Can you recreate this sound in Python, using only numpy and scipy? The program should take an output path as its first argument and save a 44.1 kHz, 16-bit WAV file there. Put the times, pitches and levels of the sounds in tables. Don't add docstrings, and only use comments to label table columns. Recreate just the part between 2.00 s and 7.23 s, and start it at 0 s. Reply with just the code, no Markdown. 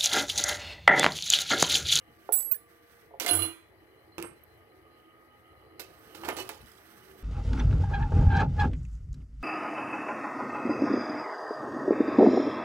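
import sys
import numpy as np
from scipy import signal
from scipy.fft import rfft, irfft, next_fast_len
from scipy.io import wavfile

SR = 44100
rng = np.random.default_rng(int(sys.argv[2]) if len(sys.argv) > 2 else 0)


def volts(x):
    e = np.asarray(x, float) / 20
    return 10 ** e


def generate_wav(signal):
    frames = np.transpose(np.atleast_2d(signal))
    scaled = np.clip(frames, -1, 1) * 32767
    pcm = np.round(scaled).astype(np.int16)
    wavfile.write(sys.argv[1], SR, pcm)


N = 230591

# (time [s], 15th order pitch [Hz], 15th order level [dB], load level [dB])
MOTOR = [(0, 1178, -76, -55.5), (.3, 1180, -67.5, -61.5), (1.05, 1180, -73, -62), (1.3, 1190, -83.5, -63.5),
         (2.05, 1215, -85, -56.5), (2.65, 1228, -70.5, -57.5), (3.2, 1243, -65.5, -57.5),
         (4.1, 1247, -65.5, -52.5), (4.3, 1240, -55, -40.5), (4.7, 1213, -71.5, -57.5),
         (5.23, 1210, -73, -53.5)]
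# (time [s], pressure [dB])
RUB = [(0, -68.5), (.3, -62.5), (.6, -68), (1.0, -62), (1.12, -78), (2.3, -71.5), (2.8, -74.5),
       (3.75, -75.5), (3.9, -61), (4.2, -54.5), (4.47, -56.5), (4.6, -57), (5.23, -58)]
# (time [s], ring [dB], thud [dB], tick [dB])
PILE_HITS = [
    (.0794, -78.5, -57, -72),
    (.3225, 2, -52, -27.5),
    (.333, -2, -46.5, -35),
    (.383, -49, -72, -48),
    (.407, -49, -74, -39),
    (.427, -48, -79, -36),
    (.468, -44, -54, -54),
    (.5131, -30, -58.5, -38.5),
    (.545, -46, -69, -42),
]
RAMP_HITS = [
    (1.1989, -24.5, -44, -33),
    (1.2084, -25, -35, -36),
    (1.2462, -39, -35, -46.5),
    (1.2627, -16.5, -40.5, -36.5),
    (1.2784, -22.5, -38.5, -32.5),
]
DRUM_HITS = [(1.2875, -14, -37, -61), (1.2954, -10.5, -34.5, -53), (1.3099, -2, -32.5, -43),
             (1.3324, 1.5, -28.5, -39.5), (1.3504, 1.5, -36, -46.5), (1.3704, -4, -33.5, -47.5),
             (1.3884, -15.5, -35.5, -52.5), (1.3974, -25, -43, -47), (1.4204, -2, -39, -42),
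             (1.4314, -35, -39.5, -53), (1.4514, -15, -38.5, -40), (1.482, -40, -47.5, -55)]
HOPPER_HITS = [
    (2.1814, -19, -30.5, -44.5),
    (2.1869, -48.5, -36.5, -57),
    (2.1994, -48, -34.5, -50),
    (2.2164, -46, -50, -53.5),
    (2.2253, -18, -40, -50.5),
    (2.2354, -33, -33.5, -72),
    (2.2436, -53, -35.5, -58),
    (2.2544, -40, -45, -71.5),
    (2.282, -49, -58, -67),
]
WHEEL_HITS = [(3.7953, -41, -42, -41), (3.9699, -75, -66, -82), (4.148, -54, -45, -48),
              (4.1684, -53.5, -84.5, -71), (4.2348, -60, -39.5, -54.5), (4.2477, -40, -39.5, -45),
              (4.2614, -62, -42, -85), (4.2814, -58, -30.5, -48), (4.2862, -42, -29, -42),
              (4.3254, -58, -56, -82), (4.367, -38, -37.5, -40), (4.3844, -45, -36.5, -47),
              (4.3994, -31.5, -52, -53), (4.4164, -56, -74, -58), (4.4912, -44, -41, -43),
              (4.6094, -53, -63, -81), (5.0694, -74, -65, -80)]
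# (time [s], level [dB])
DRUM_KNOCKS = [(1.1991, -36), (1.2072, -37), (1.2466, -30.5), (1.2635, -26.5), (1.2793, -28),
               (1.2868, -29.5), (1.2934, -35.5), (1.3105, -32), (1.3335, -31.5), (1.3502, -38.5),
               (1.3916, -28.5), (1.4205, -36.5), (1.452, -42)]


def rms_one(x):
    return x / np.sqrt(np.mean(x ** 2) + 1e-20)


def in_time(rows):
    times, *columns = np.transpose(rows)
    return [np.interp(np.arange(N) / SR, times, column) for column in columns]


def colour(x, points, lag_s=0, turns=((1, 0),)):
    size = next_fast_len(N + 2048)
    hz = np.arange(size // 2 + 1) * SR / size + 1e-3
    point_hz, point_db = np.transpose(points)
    gain = volts(np.interp(np.log(hz), np.log(point_hz), point_db))
    phase = 2 * np.pi * hz * lag_s + np.interp(hz, *np.transpose(turns))
    return irfft(rfft(x, size) * gain * np.exp(-1j * phase), size)[:N]


def noise(points):
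    return rms_one(colour(rng.standard_normal(N), [(5, -90)] + list(points) + [(22000, -90)]))


def drift(rate_hz):
    r = np.exp(-80 * np.pi * rate_hz / SR)
    slow = signal.lfilter([1], [1, -2 * r, r * r], rng.standard_normal(N // 40 + 2002))[2000:]
    return np.interp(np.arange(N) / 40, np.arange(len(slow)), rms_one(slow))


def ring(push, hz, t60):
    r = volts(-60 / (t60 * SR))
    w = 2 * np.pi * hz / SR
    return signal.lfilter([0, np.sin(w)], [1, -2 * r * np.cos(w), r * r], push + 1e-18)


def band(x, low_hz, high_hz):
    sos = signal.butter(2, [low_hz, min(high_hz, .45 * SR)], "band", fs=SR, output="sos")
    return signal.sosfilt(sos, x)


def struck(times, levels_db, modes, spread_db, longest):
    at = (np.asarray(times) * SR).astype(int)
    out = np.zeros(N)
    span = slice(at.min(), at.max() + SR // 2)
    chance = rng.standard_normal((len(at), len(modes)))
    for k, (hz, db, t60) in enumerate(modes):
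        clicks = np.zeros(N)
        clicks[at] = volts(levels_db + db + spread_db * chance[:, k])
        out[span] += ring(clicks[span], hz, min(t60, longest)) - ring(clicks[span], hz, .005)
    return out


def rings(hits, modes, ring_db, longest):
    hits = np.array(hits)
    return struck(hits[:, 0], hits[:, 1] + ring_db, modes, 2.965, longest)


def clear_modes(pitches, modes, swell_s):
    out, t = np.zeros(N), np.arange(N + SR) / SR
    spin = np.array([drift(40), drift(30)])
    age = t[1:SR // 2 + 1]
    for hz, (t60, touches) in zip(pitches, modes):
        height = np.zeros(N + SR)
        rise = swell_s * min(1, 8000 / hz) ** 2
        for s, db in touches:
            after = slice(int(s * SR), int(s * SR) + SR // 2)
            height[after] *= np.exp(-age / .002)
            height[after] += volts(db - 60 * age / t60) * (1 - np.exp(-age / max(rise, 3e-4))) ** 2
        span = slice(int(touches[0][0] * SR), min(after.stop, N))
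        loudness, pitch = np.roll(spin, rng.integers(N), axis=1)[:, span]
        out[span] += height[span] * volts(1.2 * loudness) * np.sin(2 * np.pi * hz * t[span] + .35 * pitch)
    return out


def crowd(blows, low_hz, high_hz, t60, db, count=90):
    out = np.zeros(N + SR)
    age = np.arange(min(SR // 3, int(2 * t60 * SR))) / SR
    pitch, life = rng.random((2, count, 1))
    hz = low_hz * (high_hz / low_hz) ** pitch
    lives = t60 * 1.6 ** (2 * life - 1)
    modes = volts(-60 * age / lives) * np.sin(2 * np.pi * hz * age)
    mixes = rng.standard_normal((len(blows), count)) @ modes / np.sqrt(count / 2)
    mixes = mixes * (1 - np.exp(-age / 0.001))
    for (s, blow_db), mix in zip(blows, mixes):
        out[int(s * SR):int(s * SR) + len(age)] += volts(blow_db + db) * mix
    return out[:N]


def contacts(hits, knock_over_tick_db, t60):
    return [(s, thud_db, tick_db + knock_over_tick_db, tick_db, t60) for s, _, thud_db, tick_db in hits]


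def knocks(hits, body, body_db):
    s, thud_db, knock_db, tick_db, t60 = np.transpose(hits)
    shape, crack = np.zeros((3, N + SR)), np.zeros((3, N))
    age = np.arange(SR // 2) / SR
    for k in range(len(s)):
        at = int(s[k] * SR)
        gains = volts([thud_db[k], knock_db[k], tick_db[k]])[:, None]
        shape[:, at:at + len(age)] += gains * volts(-60 * age / max(t60[k], .005))
        crack[:, at:at + 40] += gains * rng.choice([-1, 1], 40) * volts(9 - 60 * age[:40] / 0.00075)
    crack[0] *= .3
    force = crack + shape[:, :N] * rng.standard_normal((3, N)) * volts(2.5 * drift(300))
    rattle = np.zeros(N)
    ranges_hz = [(330, 1300), (1300, 6500), (6500, 15800)]
    for part, share, (low, high) in zip(force, [.4, 1, 1], ranges_hz):
        part = band(band(share * part, low, high), 0.74 * low, high)
        rattle += part / np.sqrt(2 * (high - low) / SR)
    shake = band(band(force[0], 300, 2500), 270, 4000)
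    for hz, db, _ in body:
        rattle += volts(db - 6) * ring(shake, hz, 0.02) / np.sqrt(.07 * SR / 28)
    return rattle + struck(s, thud_db + body_db, body, 3, 0.15)


def air():
    # (pitch [Hz], level per Hz [dB])
    air_colour = [(20, -49), (38, -8.5), (60, 5.5), (120, 7), (250, -15.5), (600, 5), (1300, -8),
                  (2000, -34.5)]
    load_db = in_time(MOTOR)[2]
    return volts(-70 + 0.71 * (load_db + 62) + 2 * drift(2.7)) * noise(air_colour)


def motor():
    # (time [s], level [dB])
    early_drone = [
        (0, -81.5),
        (.4, -65.5),
        (1.1, -63.5),
        (1.3, -86),
        (5.23, -98),
    ]
    # (order [turns], level over the load [dB])
    orders = [(1, -15.5), (3, -13.5), (9, -10), (14, -14.5), (16, -11.5)]
    # (pitch [Hz], width [Hz], level [dB])
    gears = [(332.3, 15.8, -6.5), (380.6, 6.2, -10), (449, 46, -6.5), (507.4, 25, -16), (710, 38, -18),
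             (833, 11.87, -13.5), (1194, 86.4, -12), (2980, 150, -11.5), (4115, 25, -21),
             (4740, 208.5, -24.5), (9100, 270, -28.5)]
    whine_hz, whine_db, load_db = in_time(MOTOR)
    turn = 2 * np.pi * np.cumsum(whine_hz) / 15 / SR
    out = volts(whine_db + 5 + 2.2 * drift(19.1)) * np.sin(15 * turn + 0.54 * drift(21))
    drone_db = in_time(early_drone)[0] + 1.5 * drift(7)
    out += volts(drone_db) * (np.sin(6 * turn) + 0.47 * np.sin(8.7 * turn))
    for order, db in orders:
        out += volts(load_db + db - 7 + 3.2 * drift(7.1)) * np.sin(order * turn)
    teeth = rng.standard_normal(N) * (1 + 0.2 * np.cos(turn))
    for hz, width_hz, db in gears:
        tone = ring(ring(teeth, hz, 1.6 / width_hz), hz, .8 / width_hz)
        out += volts(load_db + db - 3.5 + 3.5 * drift(9)) * rms_one(tone)
    return out


def rubbing():
    # (pitch [Hz], level per Hz [dB])
    rub_low = [(200, 7), (500, -17.5), (1500, 9), (2200, 0.5), (4000, -3.5), (6500, -5.5), (8000, -39)]
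    rub_high = [(5000, -26), (7200, -10), (8400, 3), (9500, -8), (10500, -1.5), (13000, 4), (16000, -2)]
    pressure_db, = in_time(RUB)
    grain = volts(1.5 * drift(23) + 1.5 * drift(5))
    return grain * (volts(pressure_db - 1) * noise(rub_low) + volts(pressure_db - 3.5) * noise(rub_high))


def chatter():
    start_s, end_s = 4.2, 4.8
    when, luck = rng.random((2, 70))
    times = start_s + when * (end_s - start_s)
    levels_db = np.interp(times, *np.transpose(RUB)) + 16 * luck
    return crowd(list(zip(times, levels_db)), low_hz=3196, high_hz=15501, t60=0.016, db=-3, count=24)


def bumps():
    # (time [s], level [dB])
    shudders = [
        (0.069, -61.5),
        (.52, -75),
        (2.27, -61),
        (4.6, -56.5),
        (5.08, -65),
        (5.168, -61),
    ]
    rise_s = 0.024
    times, levels_db = np.transpose(shudders)[:, :, None]
    age = np.maximum(np.arange(N) / SR - times, 0) / rise_s
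    swell = np.sum(volts(levels_db) * age * np.exp(1 - age), axis=0)
    return swell * rms_one(band(rng.standard_normal(N), 55.7, 230))


def feeder():
    # (pitch [Hz], level [dB], t60 [s])
    hopper_modes = [(2584, -8, .08), (5600, -20, .03), (8441, -14, .06), (11210, -10, .06),
                    (12540, -24, .1), (14600, -14, .1)]
    wheel_modes = [(2587, -8, .1), (3900, -10, .1), (4423, -8, .1), (5600, -10, .06), (8300, -10, .1),
                   (12860, -14, .06), (13500, -12, .06), (14600, -15, .1)]
    # (time [s], level [dB], start pitch [Hz], end pitch [Hz], length [s])
    slips = [
        (2.434, -44, 14000, 10900, 0.0097),
        (2.546, -55, 13400, 11570, 0.0022),
        (2.574, -57, 12900, 11800, 0.0033),
    ]
    out = rings(HOPPER_HITS, hopper_modes, -0.44, 0.014) + rings(WHEEL_HITS, wheel_modes, 1.1, 0.12)
    for s, db, from_hz, to_hz, length_s in slips:
        count, at = int(length_s * SR), int(s * SR)
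        glide = np.cumsum(np.linspace(from_hz, to_hz, count)) / SR
        out[at:at + count] += volts(db) * np.hanning(count) * np.sin(2 * np.pi * glide)
    return out


def drum():
    # (pitch [Hz], level [dB], t60 [s])
    drum_modes = [(3171, -30, .3), (3402, -26, .3), (5017, -32, .2), (7903, -25, .3), (10720, -18, .3),
                  (11350, -25, .3), (11940, -17, .15), (12050, -19, .2), (6880, -28, .3), (14510, -18, .07),
                  (15490, -27, .1)]
    boom_s, boom_db, boom_hz = 1.295, -38.5, 93.5
    hold_s, t60, rise_s = .13, .2, .04
    age = np.maximum(np.arange(N) / SR - boom_s, 0)
    height = volts(boom_db - 60 * np.maximum(age - hold_s, 0) / t60) * (1 - np.exp(-(age / rise_s) ** 2))
    boom = height * np.sin(2 * np.pi * boom_hz * age)
    return boom + rings(RAMP_HITS, drum_modes, -9, 0.07) + rings(DRUM_HITS, drum_modes, -9.5, 0.065)


def pile():
    # (pitch [Hz], level [dB], t60 [s])
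    counter_modes = [(345, -14, 0.21), (433, -2.5, 0.14), (523, 3, 0.05), (688, -3.5, 0.11),
                     (732, -11.5, 0.19), (855, -5.5, 0.17), (1400, -11, 0.07)]
    pile_modes = [(9485, -30, .3), (9970, -23, .18), (10230, -24, .2), (10540, -22, .19), (12530, -23, .14),
                  (13840, -27, .15), (15110, -23, .13), (15460, -24, .2)]
    thud_s = .2905
    push = np.zeros(N)
    push[int(thud_s * SR)] = volts(-16)
    cloth = -band(band(ring(push, hz=800, t60=.008), 450, 2900), 190, 3700)
    thud = cloth + struck([thud_s], -29.5, counter_modes, 1, 0.25)
    return band(band(thud, 300, 9000), 260, 9000) + rings(PILE_HITS, pile_modes, -2.5, .16)


def snaps():
    # (time [s], level [dB])
    edge_blows = [(1.1996, -12), (1.2635, -12), (2.2258, -22), (2.4405, -58), (2.5405, -54), (4.288, -16),
                  (4.148, -38), (4.3675, -26), (4.4915, -19), (1.2084, -21), (2.182, -36), (2.1845, -36)]
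    out, age = np.zeros(N), np.arange(90) / SR
    for s, db in edge_blows:
        out[int(s * SR):int(s * SR) + 90] += volts(db - 60 * age / .003) * rng.choice([-1, 1], 90)
    return band(out, 700, 17000)


def case_knocks():
    # (pitch [Hz], level [dB], t60 [s])
    cabinet = [(325, -2, .4), (436, -9, .3), (536, -7, .2), (690, -7.5, .12), (850, -9, .15),
               (1195, -13, .2), (1482, -11, .15), (1804, -14, .15), (2099, -13, .2)]
    hopper_wall = [(100, -22, .25), (188, -16, .2), (345, 0, .2), (452, -6, .15), (883, -14, .1)]
    # (time [s], ring [dB], thud [dB], tick [dB])
    slide_hits = [
        (1.107, -80, -47.5, -82),
        (1.137, -76.5, -39, -67.5),
        (1.155, -70, -55, -80.5),
    ]
    cabinet_hits = (contacts(PILE_HITS, -11, 0.014) + contacts(WHEEL_HITS, 2.6, 0.16)
                    + contacts(RAMP_HITS, 1, 0.17) + contacts(DRUM_HITS, -4, 0.05))
    out = knocks(cabinet_hits, cabinet, -3.5)
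    out += knocks(contacts(HOPPER_HITS, 6.2, 0.04), hopper_wall, -3.5)
    slide = knocks(contacts(slide_hits, -6, 0.085), cabinet[1:5], 0.91)
    return out + band(slide, 328.7, 948.8)


def shells():
    # (time [s], level [dB])
    drum_blows = [(1.263, -26), (1.2805, -23), (1.2874, -29.5), (1.2954, -30), (1.3084, -25.5),
                  (1.3324, -20), (1.3504, -21), (1.3594, -36), (1.3704, -22.5), (1.3884, -53),
                  (1.3974, -29), (1.4204, -70), (1.4314, -26), (1.4514, -44)]
    hopper_knocks = [(2.1805, -36), (2.1866, -35), (2.1988, -49), (2.2132, -35), (2.225, -37),
                     (2.2361, -41), (2.2402, -35.5), (2.2488, -51), (2.262, -43)]
    wheel_knocks = [(3.7976, -41), (4.1462, -37), (4.2349, -28.5), (4.248, -28), (4.2825, -26),
                    (4.287, -19), (4.2985, -25), (4.3174, -28.5), (4.3678, -37), (4.384, -39),
                    (4.4003, -32), (4.4917, -28)]
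    pile_blows = [
        (.3225, -27),
        (.333, -36),
        (.5131, -46.5),
    ]
    # (pitch [Hz]), then in the same order (t60 [s], touches (time [s], level [dB]))
    body_hz = [330, 705, 1206, 3440, 1480, 345, 1184, 2595, 3887, 4974, 8323, 13400, 850, 6880, 5900, 1750]
    body_modes = [(0.167, [(1.31, -26), (1.35, -32), (1.41, -30.5), (1.465, -36), (1.505, -43)]),
                  (0.26, [(1.265, -30), (1.29, -29.5), (1.31, -30), (1.42, -42)]), (0.12, [(1.388, -31),
                  (1.44, -35.5)]), (0.1512, [(1.287, -23.5), (1.30, -51), (1.40, -49), (1.448, -40),
                  (1.48, -59)]), (0.1197, [(1.292, -30), (1.333, -29.5)]), (0.11, [(2.182, -37.5),
                  (2.20, -32), (2.232, -38), (2.28, -49), (4.365, -40), (4.395, -36), (4.425, -45),
                  (4.447, -57)]), (0.055, [(4.25, -45), (4.29, -33)]), (0.16, [(3.797, -70), (3.818, -47)]),
                  (0.24, [(3.797, -52)]), (0.13, [(3.796, -42.5)]), (.12, [(3.797, -62), (3.972, -60)]),
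                  (0.11, [(3.797, -35), (3.99, -56)]), (0.28, [(4.493, -42.5)]), (0.33, [(1.278, -45),
                  (1.31, -57), (1.35, -42.5), (1.368, -65)]), (0.027, [(1.1995, -14.5)]),
                  (0.041, [(.325, -38.5), (1.263, -26)])]
    out = crowd(drum_blows, low_hz=7398.5, high_hz=15697.5, t60=0.2559, db=-11)
    out += crowd(DRUM_KNOCKS, low_hz=906, high_hz=4304.5, t60=0.4148, db=-10)
    out += crowd(DRUM_KNOCKS, low_hz=4302, high_hz=7305.5, t60=0.34, db=-22)
    out += crowd(hopper_knocks, low_hz=948.5, high_hz=3100, t60=0.19, db=-10.5)
    out += crowd(wheel_knocks, low_hz=798, high_hz=3211, t60=0.0533, db=-4)
    out += crowd(pile_blows, low_hz=8501.5, high_hz=15802, t60=0.064, db=1)
    return out + clear_modes(body_hz, body_modes, .002)


def splinters():
    # (time [s], level [dB])
    wash_blows = [
        (0.3234, -39.5),
        (.333, -48),
        (0.514, -51),
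        (1.199, -29),
        (3.797, -50),
        (4.371, -45),
        (4.493, -41),
    ]
    wheel_blows = [
        (4.3675, -43),
        (4.385, -38),
        (4.40, -43),
        (4.492, -54),
    ]
    # (pitch [Hz]), then in the same order (t60 [s], touches (time [s], level [dB]))
    twin_hz = [15176, 15459, 14600, 9550]
    twin_modes = [
        (0.26, [(.326, -29), (.37, -31), (.515, -45)]),
        (.3, [(.326, -27), (.37, -31), (.515, -42)]),
        (.1, [(2.227, -51.5), (2.256, -70)]),
        (.1, [(.515, -49), (.54, -70)]),
    ]
    out = crowd(wash_blows, low_hz=2401.5, high_hz=7197, t60=0.32, db=-10, count=150)
    out += crowd(wheel_blows, low_hz=3003, high_hz=15600, t60=0.1, db=-20, count=22)
    return out + clear_modes(twin_hz, twin_modes, .002)


def clear_rings():
    pile_hz = [1700, 7860, 10340, 11470, 12842, 13600, 15285]
    drum_hz = [2866, 4155, 8296, 9200, 10067, 10451, 13576, 2080]
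    feeder_hz = [8441, 11210, 10950, 2945, 6194, 8300, 4450]
    # (t60 [s], touches (time [s], level [dB]))
    pile_clear = [
        (0.029, [(.512, -40), (.544, -33), (.562, -41)]),
        (0.28, [(.325, -20.5), (.368, -21), (.513, -43), (.565, -58)]),
        (0.21, [(.3225, -19), (.336, -19), (.358, -23), (.545, -38.5), (.572, -46.5)]),
        (0.39, [(.3235, -23.5), (.334, -24.5), (.362, -40.5), (.383, -25.5), (.445, -24), (.497, -33.5), (.567, -69.5)]),
        (0.2, [(.3235, -27), (.513, -45), (.538, -42)]),
        (0.19, [(.326, -21), (.352, -31.5), (.362, -23), (.394, -58), (.53, -63)]),
        (0.28, [(.3235, -32), (.334, -15.5), (.385, -24.5), (.5131, -12.5), (.524, -21), (.535, -28), (.567, -58)]),
    ]
    drum_clear = [
        (0.17, [(1.265, -33.5), (1.288, -33), (1.310, -24), (1.35, -37.5), (1.389, -37), (1.421, -26.5), (1.49, -40), (1.535, -78.5)]),
        (0.41, [(1.288, -27.5), (1.312, -35.5), (1.342, -39.5), (1.392, -36.5), (1.421, -31.5), (1.468, -46), (1.54, -64), (1.99, -67.5), (2.12, -58.5), (2.18, -83)]),
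        (0.085, [(1.333, -22), (1.355, -40), (1.41, -38), (1.46, -39)]),
        (0.032, [(1.288, -22.5), (1.296, -22.5), (1.310, -15), (1.389, -21.5), (1.421, -21)]),
        (0.2904, [(1.30, -34), (1.35, -29.5), (1.39, -28)]),
        (0.233, [(1.288, -20.5), (1.309, -12.5), (1.350, -17), (1.392, -20), (1.428, -19.5), (1.462, -30.5)]),
        (0.22, [(1.395, -42), (1.432, -36), (1.452, -45.5)]),
        (0.084, [(1.2, -37.5), (1.2625, -23), (1.335, -37)]),
    ]
    feeder_clear = [
        (0.27, [(2.226, -42), (2.245, -41), (2.335, -66)]),
        (0.16, [(2.228, -52.5), (2.25, -45), (2.27, -44.5), (2.31, -74), (2.33, -63)]),
        (.8, [(4.326, -48.5), (4.365, -68)]),
        (0.093, [(4.383, -33), (4.405, -33)]),
        (0.13, [(4.367, -38.5), (4.398, -47), (4.422, -64)]),
        (0.28, [(4.39, -67), (4.425, -72)]),
        (0.15, [(4.385, -37), (4.405, -49)]),
    ]
    return (clear_modes(pile_hz, pile_clear, swell_s=0.0026) + clear_modes(drum_hz, drum_clear, swell_s=0.00048)
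            + clear_modes(feeder_hz, feeder_clear, swell_s=0.001))


def room(x):
    t60, wall_cut_hz = 0.54, 9500
    size = next_fast_len(N + SR)
    z = np.exp(-2j * np.pi * np.arange(size // 2 + 1) / size)
    dull = np.exp(-2 * np.pi * wall_cut_hz / SR)
    wall = (1 - dull) / (1 - dull * z)
    spectrum, out = rfft(x, size), []
    for lags in (rng.uniform(.009, .04, (2, 8)) * SR).astype(int):
        loops = [volts(-60 * lag / SR / t60) * wall * z ** lag for lag in lags]
        echoes = sum((-1) ** k * loop / (1 - loop) for k, loop in enumerate(loops))
        out.append(irfft(spectrum * echoes, size)[:N])
    return np.array(out)


def scene():
    # (pitch [Hz], level [dB])
    shade = [(60, 6.5), (340, -2), (775, -4.5), (1300, -9), (2400, -7.5), (4400, -19.5), (7700, -42.5),
             (10300, -21.5), (11500, -28.5), (16000, -23.5)]
    # (pitch [Hz], turn [radians])
    shade_turn = [(70, 0), (170, .45), (600, .6), (1200, .5), (2400, 0)]
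    machine = air() + motor() + rubbing() + chatter() + bumps()
    machine += feeder() + drum() + pile() + snaps() + case_knocks() + shells()
    room_gain = volts([[-20.5], [-22]])
    both = machine + room_gain * room(band(machine, 210, 19000))
    left, right = both + clear_rings() + splinters()
    return np.array([colour(left, shade, lag_s=.00011, turns=shade_turn), right])


def band_limit(x):
    return signal.sosfilt(signal.butter(12, 16870, fs=SR, output="sos"), x)


def record(dry):
    # (pitch [Hz], level per Hz [dB])
    left_hiss = [(25, -19.5), (60, -1), (500, -6), (1300, -11.5), (2000, 1.5), (3400, -29.5), (9000, -44.5),
                 (12000, -15.5)]
    right_hiss = [(2400, -12.5), (3300, 5.5), (6500, -10.5), (9700, -5), (10400, 3.5), (16000, -4.5)]
    hiss = [volts(-63) * noise(left_hiss), volts(-76) * noise(right_hiss)]
    top_cut = signal.cheby2(10, 24, 16150, fs=SR, output="sos")
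    low_cut = signal.butter(2, 42, "high", fs=SR, output="sos")
    mix = signal.sosfilt(np.vstack([top_cut, low_cut]), dry + hiss)
    return band_limit(mix)


dry = scene()
out = record(dry)
generate_wav(out)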